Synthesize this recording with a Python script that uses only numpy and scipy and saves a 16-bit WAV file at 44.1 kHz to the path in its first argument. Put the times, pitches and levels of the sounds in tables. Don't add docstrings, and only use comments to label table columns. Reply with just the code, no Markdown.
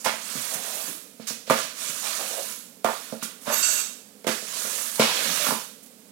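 import sys
import numpy as np
from scipy import signal
from scipy.fft import rfft, irfft
from scipy.io import wavfile
from scipy.ndimage import uniform_filter1d

SR = 44100
rng = np.random.default_rng(int(sys.argv[2]) if len(sys.argv) > 2 else 0)


def to_wav(sig):
    pcm = np.clip(np.atleast_2d(sig), -1, 1) * 32767
    pcm = np.round(pcm).astype(np.int16)
    wavfile.write(sys.argv[1], SR, pcm.T)


N = 269451
TIME = np.arange(N) / SR

# [f/Hz, density/dB per Hz]
HUM_SPECTRUM = [(18, -60), (30, -33), (49, -30), (156, -13.5), (193, -2.5), (232, -0.5), (309, -9.5),
                (353, -19), (424, -7), (483, -8.5), (645, -13.5), (795, -19.5), (1600, -22), (6000, -20.5),
                (8500, -18), (13200, -21), (15800, -25)]
# [start t/s, length/s, attack/s, hiss level/dB, swell/dB per s, rasp level/dB, fizz level/dB]
STROKES = [(-0.1, 0.25, 0.044, -42.5, 17, -16, -33), (0.12, 0.41, 0.24, -31.5, -3, -1.5, -23),
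           (0.531, 0.37, 0.13, -34, -6, 1, -6), (1.525, 0.075, 0.06, -32, 9, 8, -23),
           (1.74, 0.18, 0.071, -31.5, -0.5, -3.5, -26), (1.923, 0.13, 0.045, -34.5, 0, -5.5, -23),
           (2.014, 0.51, 0.05, -30, -14, 1, -16), (2.867, 0.28, 0.033, -39, -28, 5, -9),
           (3.206, 0.024, 0.017, -47.5, 1, 23, -12), (3.443, 0.34, 0.094, -30.5, -4, 4.5, -20),
           (4.383, 0.49, 0.23, -29, -3, -3.5, -23), (4.896, 0.063, 0.061, -33, 0, -5.5, 0),
           (4.976, 0.4, 0.22, -31.5, 7.5, 10.5, -21), (5.358, 0.13, 0.064, -29, 11, 3.5, -4)]
# [f/Hz, density/dB per Hz]
HISS_SPECTRUM = [(71, -21), (120, -37), (150, -15), (240, -7), (301, -15.5), (640, -5.5), (802, -11),
                 (1000, -4.5), (1480, -2.5), (1900, -5.5), (2450, -3.5), (4400, -3.5), (5000, -5),
                 (5930, -2), (7200, -2), (9500, -1.5), (13600, -5.5), (15800, -11.5)]
# [f/Hz, share]
RASP_SHARE = [(200, 0.79), (900, 0.41), (3800, 0.53), (7000, 0.017)]
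FIZZ_SHARE = [(7000, 0.006), (12000, 0.24)]
# [start t/s, length/s, attack/s, f/Hz, width/Hz, level/dB]
JUDDERS = [(0.043, 0.018, 0.0096, 840, 450, -35), (0.492, 0.33, 0.036, 624, 332, -46.5),
           (0.872, 0.041, 0.01, 290, 253, -46), (2.01, 0.071, 0.037, 775, 450, -44),
           (2.167, 0.21, 0.03, 610, 416, -44), (2.376, 0.032, 0.008, 610, 248, -39.5),
           (3.452, 0.072, 0.036, 920, 1000, -32), (3.467, 0.046, 0.0086, 612, 110, -35.5),
           (4.703, 0.085, 0.018, 520, 221, -48.5), (4.974, 0.14, 0.026, 940, 400, -35),
           (4.99, 0.03, 0.004, 2260, 90, -35), (5.09, 0.2, 0.057, 510, 300, -45.5),
           (5.243, 0.062, 0.033, 243, 120, -43), (5.496, 0.041, 0.02, 990, 300, -34.5)]
# (level points per s, depth/dB)
STUTTER = (38, 1.8)
# [t/s, spray level/dB, slosh level/dB, rise/s, spray fade/s, spray's brightest f/Hz, left minus right level/dB]
SPLATS = [(0.0438, -21, -27, 0.0022, 0.015, 6400, -17), (0.058, -47, -24.5, 0.0033, 0.044, 3500, -18.5),
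          (0.536, -21, -34, 0.0027, 0.013, 9000, -18), (1.198, -46.5, -51, 0.0058, 0.15, 3380, -21),
          (1.268, -23, -39.5, 0.0095, 0.04, 5800, -19), (1.464, -24, -35, 0.049, 0.023, 3800, -16),
          (1.497, -27.5, -23.5, 0.0014, 0.052, 6200, -10.5), (1.887, -25, -68, 0.0039, 0.017, 6960, -18),
          (2.843, -39, -30, 0.00044, 0.074, 6360, -21), (3.225, -24, -54, 0.0046, 0.027, 7700, -20),
          (3.405, -33.5, -43.5, 0.032, 0.058, 8700, -19), (3.463, -38, -30, 0.016, 0.062, 5160, -18),
          (4.242, -40, -46, 0.00074, 0.0045, 4000, -35), (4.266, -31, -20.5, 0.0059, 0.18, 6000, -19),
          (4.995, -19, -26, 0.0013, 0.12, 3130, -8), (5.464, -34, -35, 0.0013, 0.007, 2520, -5),
          (5.825, -32.5, -67, 0.017, 0.013, 10900, -17), (5.858, -40.5, -85, 0.0052, 0.012, 9550, -25)]
# [t/s, knock level/dB, contact f/Hz, floor boom level/dB, rattle level/dB, left minus right level/dB]
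KNOCKS = [(0.0585, -13, 740, -53, -38, -19), (0.0624, -4.5, 960, -31, -33, -19),
          (0.068, -12, 664, -24, -35, -6), (0.106, -32, 805, -48, -55, -19),
          (0.138, -22, 635, -34, -63, -15), (0.354, -23, 337, -23.5, -50, -14),
          (0.365, -18, 137, -39, -52, -10), (0.379, -27, 171, -43, -57, -6),
          (0.54, -30, 170, -43, -58, -13), (0.553, -23, 173, -49, -56, -13),
          (1.198, -23.5, 450, -26.5, -56, -16), (1.306, -23.5, 450, -25, -60, -12),
          (1.477, -23.5, 520, -35, -52, -14), (1.4997, -0.5, 1150, -13, -16.5, -10),
          (1.507, 1, 565, -10.5, -42, -6.5), (1.894, -25.5, 162, -40, -57, -10),
          (2.8463, 0, 715, -16.5, -18.5, -11), (2.8629, -9.5, 1100, -34, -32, -27),
          (2.8864, -8, 980, -43, -27, -15), (3.125, -15.5, 527, -19.5, -35.5, -16),
          (3.226, -19, 1210, -26.5, -52, -11), (3.469, -19.5, 910, -38, -35, -27),
          (3.477, -15, 610, -21, -38, -15), (4.246, -18, 450, -34, -62, -15),
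          (4.2689, -2.5, 364, -23, -35, -13), (4.279, -8, 497, -21, -51, -11),
          (4.291, -12, 520, -20, -48, -6), (4.425, -25, 474, -38, -45, -15),
          (4.651, -23, 470, -45, -55, -12), (4.667, -23.5, 493, -38, -57, -12),
          (4.677, -25, 604, -47, -56, -16), (4.9963, 2, 490, -6.5, -20.5, -0.5),
          (5.021, -7.5, 1040, -28, -37, 14), (5.4643, -19, 1240, -30, -50, 1),
          (5.468, -8.5, 1270, -36, -48, -12), (5.487, -13, 850, -19.5, -42, -9),
          (5.508, -7.5, 990, -26, -46, -34), (5.520, -11.5, 457, -17, -39, -8.5)]
# [f/Hz, width/Hz, energy level/dB]
BROOM_MODES = [(460.3, 16, -9), (541, 57, -6.5), (639, 44, -6), (880, 93, -9), (1017, 38, -11),
               (1164, 120, -5), (1365, 59, -8), (2320, 66, -9)]
# [f/Hz, width/Hz, energy level/dB]
PANEL_MODES = [(170, 22, -5), (226.4, 17, 7.5), (262, 83, 4)]
# [start t/s, length/s, attack/s, squeal level/dB, whistle level/dB]
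GRABS = [(3.513, 0.03, 0.02, -28.5, -31), (3.56, 0.035, 0.022, -29.5, -33), (3.622, 0.028, 0.008, -23, -37),
         (3.665, 0.075, 0.015, -27.5, -35.5), (3.76, 0.045, 0.022, -30, -41)]
# [f/Hz, width of each of two filter passes/Hz, relative level/dB]
SQUEAL_MODES = [(1480, 300, -12), (2720, 110, -10), (3780, 200, -18), (4482, 32, -11), (4620, 30, -12),
                (6400, 1000, -2), (6447, 35, -16), (6587, 55, -8.5), (7000, 700, -3), (7600, 1300, 1)]
# [f/Hz, width of each of two filter passes/Hz, relative level/dB]
WHISTLE_MODES = [(12135, 130, -7), (12565, 70, -7)]
# [f/Hz, t60/s]
COACH_T60 = [(200, 0.28), (500, 0.27), (1200, 0.37), (4000, 0.57), (12000, 0.5)]
# [f/Hz, share]
SHADE = [(200, 0.74), (600, 0.7), (1400, 0.64), (2800, 0.81), (5500, 0.94), (9000, 1.26), (14000, 0.93)]

RELEASE_DB_PER_S, GRAB_RELEASE_DB_PER_S, JUDDER_RELEASE_DB_PER_S = 114.5, 253, 269
RASP_DB_PER_S, FIZZ_DB_PER_S = -11.5, 39
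RIPPLE_DB, GRAIN_DB = 2.0, 1.6
SLOSH_HZ, SLOSH_FADE_S = 1820, 0.051
RATTLE_RISE_S, RATTLE_FADE_S = 0.017, 0.024
TOP_HZ = 15900


def undb(db):
    return 10 ** (np.asarray(db) / 20)


def unit(x):
    return x / np.sqrt(np.mean(x ** 2))


def at(points, hz):
    f, value = np.transpose(points)
    return np.interp(np.log(np.maximum(hz, 1)), np.log(f), value)


def colour(x, points):
    f = np.fft.rfftfreq(x.shape[-1], 1 / SR)
    return irfft(rfft(x) * undb(at(points, f)), x.shape[-1])


def bands(x, count=17):
    centres = np.geomspace(60, 15000, count)
    spectrum, f = rfft(x), np.fft.rfftfreq(x.shape[-1], 1 / SR)
    for hz, weights in zip(centres, np.eye(count)):
        share = at(np.c_[centres, weights], f)
        yield hz, irfft(spectrum * share, x.shape[-1])


def resonate(x, hz, width):
    w = 2 * np.pi * min(hz, SR / 2.2) / SR
    a = np.sin(w) * width / hz / 2
    return signal.lfilter([a, 0, -a], [1 + a, -2 * np.cos(w), 1 - a], x)


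def resonate_twice(x, hz, width):
    once = resonate(x, hz, width)
    return unit(resonate(once, hz, width))


def ring(modes, t):
    total = 0
    for hz, width, db in modes:
        decay = np.exp(-np.pi * width * t)
        total = total + undb(db) * np.sqrt(width / SR) * decay * np.sin(2 * np.pi * hz * t)
    return total


def walk(rate):
    points = rng.standard_normal(400)
    return np.interp(TIME * rate % 399, np.arange(400), points)


def patches(shape, size):
    over_pitch = uniform_filter1d(rng.standard_normal(shape), size[0], axis=-2)
    return unit(uniform_filter1d(over_pitch, size[1], axis=-1))


def pan(db):
    ratio = undb(np.atleast_1d(db))
    return np.array([ratio, np.ones_like(ratio)]) * 2 / np.sqrt(1 + ratio ** 2)


def place(x, side_db):
    f = np.fft.rfftfreq(x.shape[-1], 1 / SR)
    return irfft(rfft(x) * pan(side_db * at(SHADE, f)), x.shape[-1])


def blend(pair, alike_hz):
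    lowpass = signal.butter(1, alike_hz, fs=SR, output="sos")
    shared = signal.sosfilt(lowpass, pair[1] - pair[0])
    return np.array([pair[0] + shared, pair[1]])


def slips(rate, spread_db):
    fired = rng.random((2, N)) < rate / SR
    size = undb(spread_db * np.minimum(rng.exponential(size=(2, N)), 5))
    return unit(fired * size * rng.standard_normal((2, N)))


def effort(t, start, length, attack, release_db_per_s):
    lean = np.clip((t - start) / attack, 0, 1)
    return lean * undb(-release_db_per_s * np.maximum(t - start - length, 0))


def hum(level_db=-53.5, side_db=-14):
    noise = blend(rng.standard_normal((2, N)), alike_hz=680)
    return place(unit(colour(noise, HUM_SPECTRUM)), side_db) * undb(level_db)


def scrubbing(gain_db=-0.5, side_db=-20):
    friction = blend(slips(rate=34000, spread_db=1.0), alike_hz=570)
    f, t, frames = signal.stft(unit(colour(friction, HISS_SPECTRUM)), SR, nperseg=512)
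    rasp_share, fizz_share = at(RASP_SHARE, f), at(FIZZ_SHARE, f)
    power = 0
    for start, length, attack, db, swell, rasp_db, fizz_db in STROKES:
        age = np.clip(t - start, 0, length)
        rasp = np.outer(rasp_share, rasp_db + RASP_DB_PER_S * age)
        fizz = np.outer(fizz_share, fizz_db + FIZZ_DB_PER_S * age)
        push = effort(t, start, length, attack, RELEASE_DB_PER_S)
        power = power + (push * undb(db + swell * age + rasp + fizz)) ** 2
    ripple = RIPPLE_DB * patches(frames.shape, size=(1, 9))
    grain = GRAIN_DB * patches(frames.shape, size=(30, 1))
    shaped = frames * np.sqrt(power) * undb(ripple + grain + gain_db)
    hiss = signal.istft(shaped, SR)[1][:, :N]
    return place(hiss, side_db)


def judders(side_db=-6, gain_db=-1):
    drive = blend(slips(rate=2500, spread_db=1.0), alike_hz=660)
    out = 0
    for start, length, attack, hz, width, db in JUDDERS:
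        chatter = resonate_twice(drive, hz, width)
        spell = effort(TIME, start, length, attack, JUDDER_RELEASE_DB_PER_S)
        out = out + chatter * undb(db + gain_db) * spell
    stutter_rate, stutter_db = STUTTER
    return out * undb(stutter_db * walk(stutter_rate)) * pan(side_db)


def splats(gain_db=-4):
    spray = blend(slips(rate=18000, spread_db=1.5), alike_hz=607)
    out = np.zeros((2, N))
    for s, spray_db, slosh_db, rise, spray_fade, spray_hz, side_db in SPLATS:
        start = int(s * SR)
        layers = (spray_db, spray_hz, spray_fade), (slosh_db, SLOSH_HZ, SLOSH_FADE_S)
        for db, hz, fade in layers:
            drops = unit(resonate(spray[:, start:start + 2 ** 15], hz, width=hz))
            age = TIME[:drops.shape[1]]
            burst = (1 - np.exp(-age / rise)) * np.exp(-age / fade)
            out[:, start:start + len(age)] += place(drops, side_db) * burst * undb(db + gain_db)
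    return out


def knocks(gain_db=20, damping=0.15, broom_db=2, crack_db=-30, cushion_s=0.00043, lowest_hz=175):
    t = np.arange(SR // 2) / SR
    out = np.zeros((2, N + len(t)))
    broom, panel = ring(BROOM_MODES, t), ring(PANEL_MODES, t)
    cushion = 1 - np.exp(-t / cushion_s)
    for s, db, hz, boom_db, _, side_db in KNOCKS:
        push = ring([(hz, damping * hz, 0)], t)
        crack = undb(crack_db + db / 2) * rng.standard_normal((2, len(t))) * np.exp(-t / 0.001)
        answer = undb(broom_db) * resonate(broom, hz, 0.87 * hz)
        blow = undb(db) * (push + crack + answer) + undb(boom_db) * panel
        start = int(s * SR)
        out[:, start:start + len(t)] += undb(gain_db) * blow * cushion * pan(side_db) / 2
    highpass = signal.butter(2, lowest_hz, "highpass", fs=SR, output="sos")
    return signal.sosfilt(highpass, out[:, :N])


def rattles(breadth=0.79, side_db=-7):
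    drive = blend(slips(rate=1500, spread_db=1.5), alike_hz=700)
    out = np.zeros((2, N))
    for s, _, hz, _, db, _ in KNOCKS:
        start = int(s * SR)
        chatter = resonate_twice(drive[:, start:start + SR // 2], hz, breadth * hz)
        age = TIME[:chatter.shape[1]]
        shake = (1 - np.exp(-age / RATTLE_RISE_S)) * np.exp(-age / RATTLE_FADE_S)
        out[:, start:start + len(age)] += chatter * undb(db) * shake
    return out * pan(side_db)


def squeal(side_db=-20):
    drive = slips(rate=33000, spread_db=1.0)

    def voice(modes):
        total = 0
        for hz, width, db in modes:
            total = total + resonate_twice(drive, hz, width) * undb(db + 1.3 * walk(rate=16))
        return unit(total)

    body, whistle = 0, 0
    for start, length, attack, db, whistle_db in GRABS:
        grip = effort(TIME, start, length, attack, GRAB_RELEASE_DB_PER_S)
        body = np.hypot(body, undb(db) * grip)
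        whistle = np.hypot(whistle, undb(whistle_db) * grip)
    return (body * voice(SQUEAL_MODES) + whistle * voice(WHISTLE_MODES)) * pan(side_db)


def compartment(x, wet_db, build_s=0.0012):
    t = np.arange(SR * 2 // 3) / SR
    noise = blend(rng.standard_normal((2, len(t))), alike_hz=298)
    tail = 0
    for hz, band in bands(noise):
        tail = tail + band * np.exp(-np.log(1000) * t / at(COACH_T60, hz))
    tail = unit(tail * (1 - np.exp(-t / build_s))) / np.sqrt(len(t))
    return x + undb(wet_db) * signal.fftconvolve(x, tail, axes=1)[:, :N]


def scene():
    wet_floor = scrubbing() + judders() + splats() + rattles() + squeal()
    return hum() + compartment(wet_floor, wet_db=-5.5) + compartment(knocks(), wet_db=0.5)


def record(dry):
    thin = signal.sosfilt(signal.butter(2, 90, "highpass", fs=SR, output="sos"), dry)
    top_cut = signal.ellip(10, .2, 80, TOP_HZ, fs=SR, output="sos")
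    return signal.sosfilt(top_cut, np.tanh(thin))


dry = scene()
out = record(dry)
to_wav(out)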